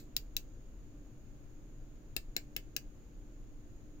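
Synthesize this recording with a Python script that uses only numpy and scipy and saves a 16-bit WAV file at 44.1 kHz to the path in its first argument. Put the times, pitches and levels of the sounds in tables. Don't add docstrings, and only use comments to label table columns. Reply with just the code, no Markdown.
import sys
import numpy as np
from scipy import signal
from scipy.fft import rfft, irfft, next_fast_len
from scipy.io import wavfile
from scipy.ndimage import uniform_filter1d

SR = 44100
rng = np.random.default_rng(int(sys.argv[2]) if len(sys.argv) > 2 else 0)


def unload_wav(signal):
    wavfile.write(
        sys.argv[1],
        SR,
        np.round(np.clip(np.atleast_2d(signal).T, -1, 1) * 32767).astype(np.int16),
    )


N = 176400


def undb(db):
    return 10 ** (np.asarray(db) / 20)


def level(x, db):
    return x * undb(db) / np.sqrt(np.mean(x ** 2))


def colour(x, points, share=1):
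    hz, db = np.array(points, float).T
    bin_hz = np.maximum(np.fft.rfftfreq(len(x), 1 / SR), 1)
    curve_db = np.interp(np.log(bin_hz), np.log(hz), db)
    return irfft(rfft(x) * undb(share * curve_db), len(x))


def cut(x, hz, kind, order):
    return signal.sosfilt(signal.butter(order, hz, kind, fs=SR, output="sos"), x)


def wander(rate_hz):
    hold = int(SR / rate_hz)
    steps = np.repeat(rng.standard_normal(N // hold + 1), hold)
    smooth = uniform_filter1d(uniform_filter1d(steps, hold), hold)
    return level(smooth[:N], 0)


# (frequency [Hz], relative density [dB])
RUMBLE_SPECTRUM = [(10, -11), (22, 1), (36, -3), (50, -10.5), (74, -20), (100, -13.5), (135, -19),
                   (185, -24.5), (230, -21.5), (340, -23.5), (450, -31), (580, -33.5), (900, -46.5),
                   (1300, -71)]
# (frequency [Hz], side minus mid [dB])
RUMBLE_WIDTH = [(35, -12), (90, -8.5), (300, -11.5), (800, -1.5)]
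# (frequency [Hz], level [dB])
HUM_TONES = [(297.4, -65.5), (130.5, -69)]
def room_tone(rumble_db=-49.5, hum_drift=.0039, hum_waver_db=3, pan_left_db=1):
    mid, side = (level(colour(rng.standard_normal(N), RUMBLE_SPECTRUM), rumble_db) for _ in range(2))
    side = colour(side, RUMBLE_WIDTH)
    for hz, db in HUM_TONES:
        pitch_hz = hz * (1 + hum_drift * wander(rate_hz=5.996))
        phase = 2 * np.pi * np.cumsum(pitch_hz) / SR
        waver = undb(hum_waver_db * wander(rate_hz=7.6))
        mid = mid + level(np.sin(phase) * waver, db)
    return np.array([mid + side, mid - side]) * undb([[pan_left_db / 2], [-pan_left_db / 2]])


# (frequency [Hz], relative density [dB])
HISS_SPECTRUM = [(900, 1), (1500, -0.5), (2000, -5), (2600, -5), (3500, -9), (5200, -11.5), (6100, -10.5),
                 (6500, -1.5), (6900, 2), (7200, -7.5), (7800, -24.5), (9000, -19.5), (11500, -20.5),
                 (13200, -13), (15800, -18)]
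# (frequency [Hz], left minus right [dB])
HISS_LEAN = [(1000, 1), (5000, 0.5), (6800, -6), (9000, 1), (15000, 1)]
def microphone_hiss(hiss_db=-71):
    channels = []
    for share in (.5, -.5):
        hiss = colour(rng.standard_normal(N), HISS_SPECTRUM)
        hiss = cut(hiss, 700, "high", order=2)
        channels.append(colour(level(hiss, hiss_db), HISS_LEAN, share))
    return cut(np.array(channels), 15900, "low", order=24)


def chatter(t, length_s):
    gate = np.sqrt(np.sin(np.pi * np.minimum(t / length_s, 1)).clip(0))
    burst = rng.standard_normal(len(t)) * gate
    for _ in range(30):
        flat_spectrum = np.exp(1j * np.angle(rfft(burst)))
        burst = irfft(flat_spectrum, len(t)) * gate
    return burst / np.sqrt(np.sum(burst ** 2))


def ring(t, hz, t60):
    decay = np.log(1000) / t60
    return 2 * decay / SR * np.exp(-decay * t) * np.cos(2 * np.pi * hz * t)


RELAY_MODES = { "first": [(1750, -4.5, .016, -8, "case"), (2470, -8, 0.0082, -4, "case"),
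               (2675, 8, 0.019, -16, "clack"), (3970, 8.5, 0.011, -11, "ping"),
               (4760, 1.5, 0.027, -14, "snap"), (5040, 6, 0.048, -16, "snap"),
               (6690, -2, 0.018, -5, "snap"), (8030, -6, .004, -6, "snap"), (12160, 1, 0.012, -17, "tick"),
               (14400, -1, 0.0055, -12, "tick"), (14000, 7, 0.0069, -8, "tick")],
               "second": [(1860, 1.5, 0.011, 0, "case"), (2200, 10, 0.021, -9, "case"),
               (2590, 14.5, 0.025, -12, "clack"), (4000, 17.5, 0.024, -18.5, "ping"),
               (4370, 2, 0.0094, -3, "snap"), (5440, 5.5, 0.01, -16, "snap"),
               (6750, -7, 0.024, -31, "snap"), (7060, 5.5, 0.027, 11, "snap"),
               (11500, -25.5, 0.009, -9, "tick"), (13500, -5, 0.009, 13, "tick"),
               (14400, 6, 0.009, -1.5, "tick")], "third": [(1640, -10.5, 0.021, -15, "case"),
               (2170, -11.5, 0.014, -6, "case"), (2800, 2, 0.01, -9, "clack"),
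               (3970, 7, 0.0072, -20, "ping"), (4530, -1.5, 0.036, 4, "snap"),
               (5320, 7, 0.013, -21.5, "snap"), (5900, -11, 0.017, -5, "snap"),
               (6850, -4.5, 0.016, 5.5, "snap"), (9630, -26, 0.0086, -14, "tick"),
               (13900, -4.5, 0.009, 0.5, "tick"), (15100, -10, 0.012, 10, "tick"),
               (14100, -4, 0.012, -5, "tick")], "fourth": [(1625, -3, 0.02, -13, "case"),
               (2705, 4, 0.014, -19, "clack"), (2740, 3.5, 0.023, -7, "clack"),
               (3964, 9.5, 0.015, -22, "ping"), (4640, -5, 0.0085, -9, "snap"),
               (5490, 0, 0.0092, -17, "snap"), (6230, -4, 0.013, -1, "snap"),
               (7140, -31, 0.018, -22, "snap"), (8500, -13, 0.0022, -13, "tick"),
               (12400, -0.5, 0.012, 3, "tick"), (13200, 2, 0.012, -15, "tick"),
               (15000, 5, 0.009, -1, "tick")]}
def relay_click(t, name, chatter_s, rebound_s, rebound_db, group_db):
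    tick_share, tick_delay_s, tick_db = .5, .0003, 1
    crack_share, crack_db, ring_db = .29, -5.5, -8
    drive_db = dict(zip(("case", "clack", "ping", "snap", "tick"), group_db))
    rebound = undb(rebound_db) * np.roll(chatter(t, chatter_s), int(rebound_s * SR))
    armature = chatter(t, chatter_s) + rebound
    tick = np.roll(chatter(t, tick_share * chatter_s), int(tick_delay_s * SR))
    contacts = undb(tick_db) * tick + rebound / 2
    body = 0
    for hz, db, t60, right_db, group in RELAY_MODES[name]:
        mode = ring(t, hz, t60)
        crack = np.sqrt(crack_share) * ring(t, hz, crack_share * t60)
        room_feed = undb(right_db / 2) * (undb(ring_db) * mode + undb(crack_db) * crack)
        paths = undb(db + drive_db[group]) * np.array([mode, undb(right_db) * mode, room_feed])
        force = contacts if group == "tick" else armature
        body = body + signal.fftconvolve(paths, force[None])
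    return cut(body, 1486, "high", order=4)


# (frequency [Hz], relative level [dB], t60 [s])
BOARD_MODES = [(136, -5.5, 0.058), (314, -3.5, 0.028), (408, -7.5, 0.023), (636, -16.5, 0.017)]
def board_thump(t, thump_db):
    push = undb(thump_db) * signal.unit_impulse(len(t))
    modes = sum(undb(db) * ring(t, hz, t60) for hz, db, t60 in BOARD_MODES)
    thump = cut(signal.fftconvolve(modes, push), 860, "low", order=2)
    return thump * undb([[0], [-3], [-3]])


# (delay [s], build-up [s], t60 [s], relative level [dB])
ROOM_RETURNS = [(.001, 0.0011, 0.028, -11), (.007, 0.0013, 0.093, -12.5), (.02, 0.0084, 0.19, -26)]
# (frequency [Hz], gain [dB])
RETURN_TONE = [(400, 7.5), (1700, 3.5), (2700, 0.5), (4000, -1.5), (4800, 3), (5500, -2.5), (7000, 0.5),
               (9000, -3.5), (12000, -3), (15300, -7.5)]
def room_response():
    t = np.arange(SR // 2) / SR
    response = 0
    for delay_s, rise_s, t60, db in ROOM_RETURNS:
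        age = np.maximum(t - delay_s, 0)
        envelope = (1 - np.exp(-age / rise_s)) * np.exp(-np.log(1000) * age / t60)
        tail = rng.standard_normal(len(t)) * envelope
        response = response + undb(db) * tail / np.sqrt(np.sum(tail ** 2))
    return colour(response, RETURN_TONE)


# (frequency [Hz], gain [dB])
CLICK_TONE = [(700, -1), (1200, -4), (1600, -0.5), (4000, 0.5), (5000, 0), (7000, -2.5), (8200, 1),
              (9800, -4.5), (11500, 0), (14000, 2.5), (15500, 4)]
# (frequency [Hz], gain [dB])
RIGHT_PORT_TONE = [(2500, 0), (4000, -1), (5400, 2), (6800, 4), (8500, -5), (15000, 0.5)]
# (time [s], relay, chatter length [s], rebound delay [s], rebound [dB],
# board thump [dB], case [dB], clack [dB], ping [dB], snap [dB], tick [dB])
SWITCHINGS = [(-.036, "second", 0.0013, 0.0026, -4, 1, -19, -12, -2.5, -0.5, 2),
              (0.1646, "third", 0.0034, 0.0019, -13, -6.5, -12.5, 0, 2.5, 4.5, 5.5),
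              (.3660, "fourth", .0017, 0.0023, -15, -8.5, -4, -2, 3, 5, 0),
              (2.1643, "first", .0022, .0026, -3.5, 2.5, 0, 0, -0.5, 1.5, -5),
              (2.3648, "second", .0010, 0.0017, -3.5, 4, -7, -2, -4, -1.5, -4),
              (2.564, "third", 0.00113, .0025, -2.5, -1.5, 8, 3.5, -13, -5, 1),
              (2.7645, "fourth", 0.0019, 0.0025, -7, -3.5, 5.5, 1.5, -5.5, 5, -4)]
def relay_runs(right_lag_s=.0002, room_db=1.5):
    t = np.arange(next_fast_len(SR // 20)) / SR
    lead = SR // 2
    paths = np.zeros((3, N + 2 * lead))
    for time_s, name, chatter_s, rebound_s, rebound_db, thump_db, *group_db in SWITCHINGS:
        click = relay_click(t, name, chatter_s, rebound_s, rebound_db, group_db)
        start = lead + int(time_s * SR)
        paths[:, start:start + click.shape[1]] += click + board_thump(t, thump_db)
    left, right, room_feed = (colour(path, CLICK_TONE) for path in paths)
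    direct = np.array([left, np.roll(right, int(right_lag_s * SR))])
    responses = np.array([room_response(), colour(room_response(), RIGHT_PORT_TONE)])
    echoes = signal.fftconvolve(room_feed[None], responses)
    return direct[:, lead:lead + N] + undb(room_db) * echoes[:, lead:lead + N]


def scene():
    return relay_runs() + room_tone() + microphone_hiss()


def record(dry):
    return signal.sosfilt(signal.ellip(8, .2, 70, 16600, fs=SR, output="sos"), dry)


dry = scene()
out = record(dry)
unload_wav(out)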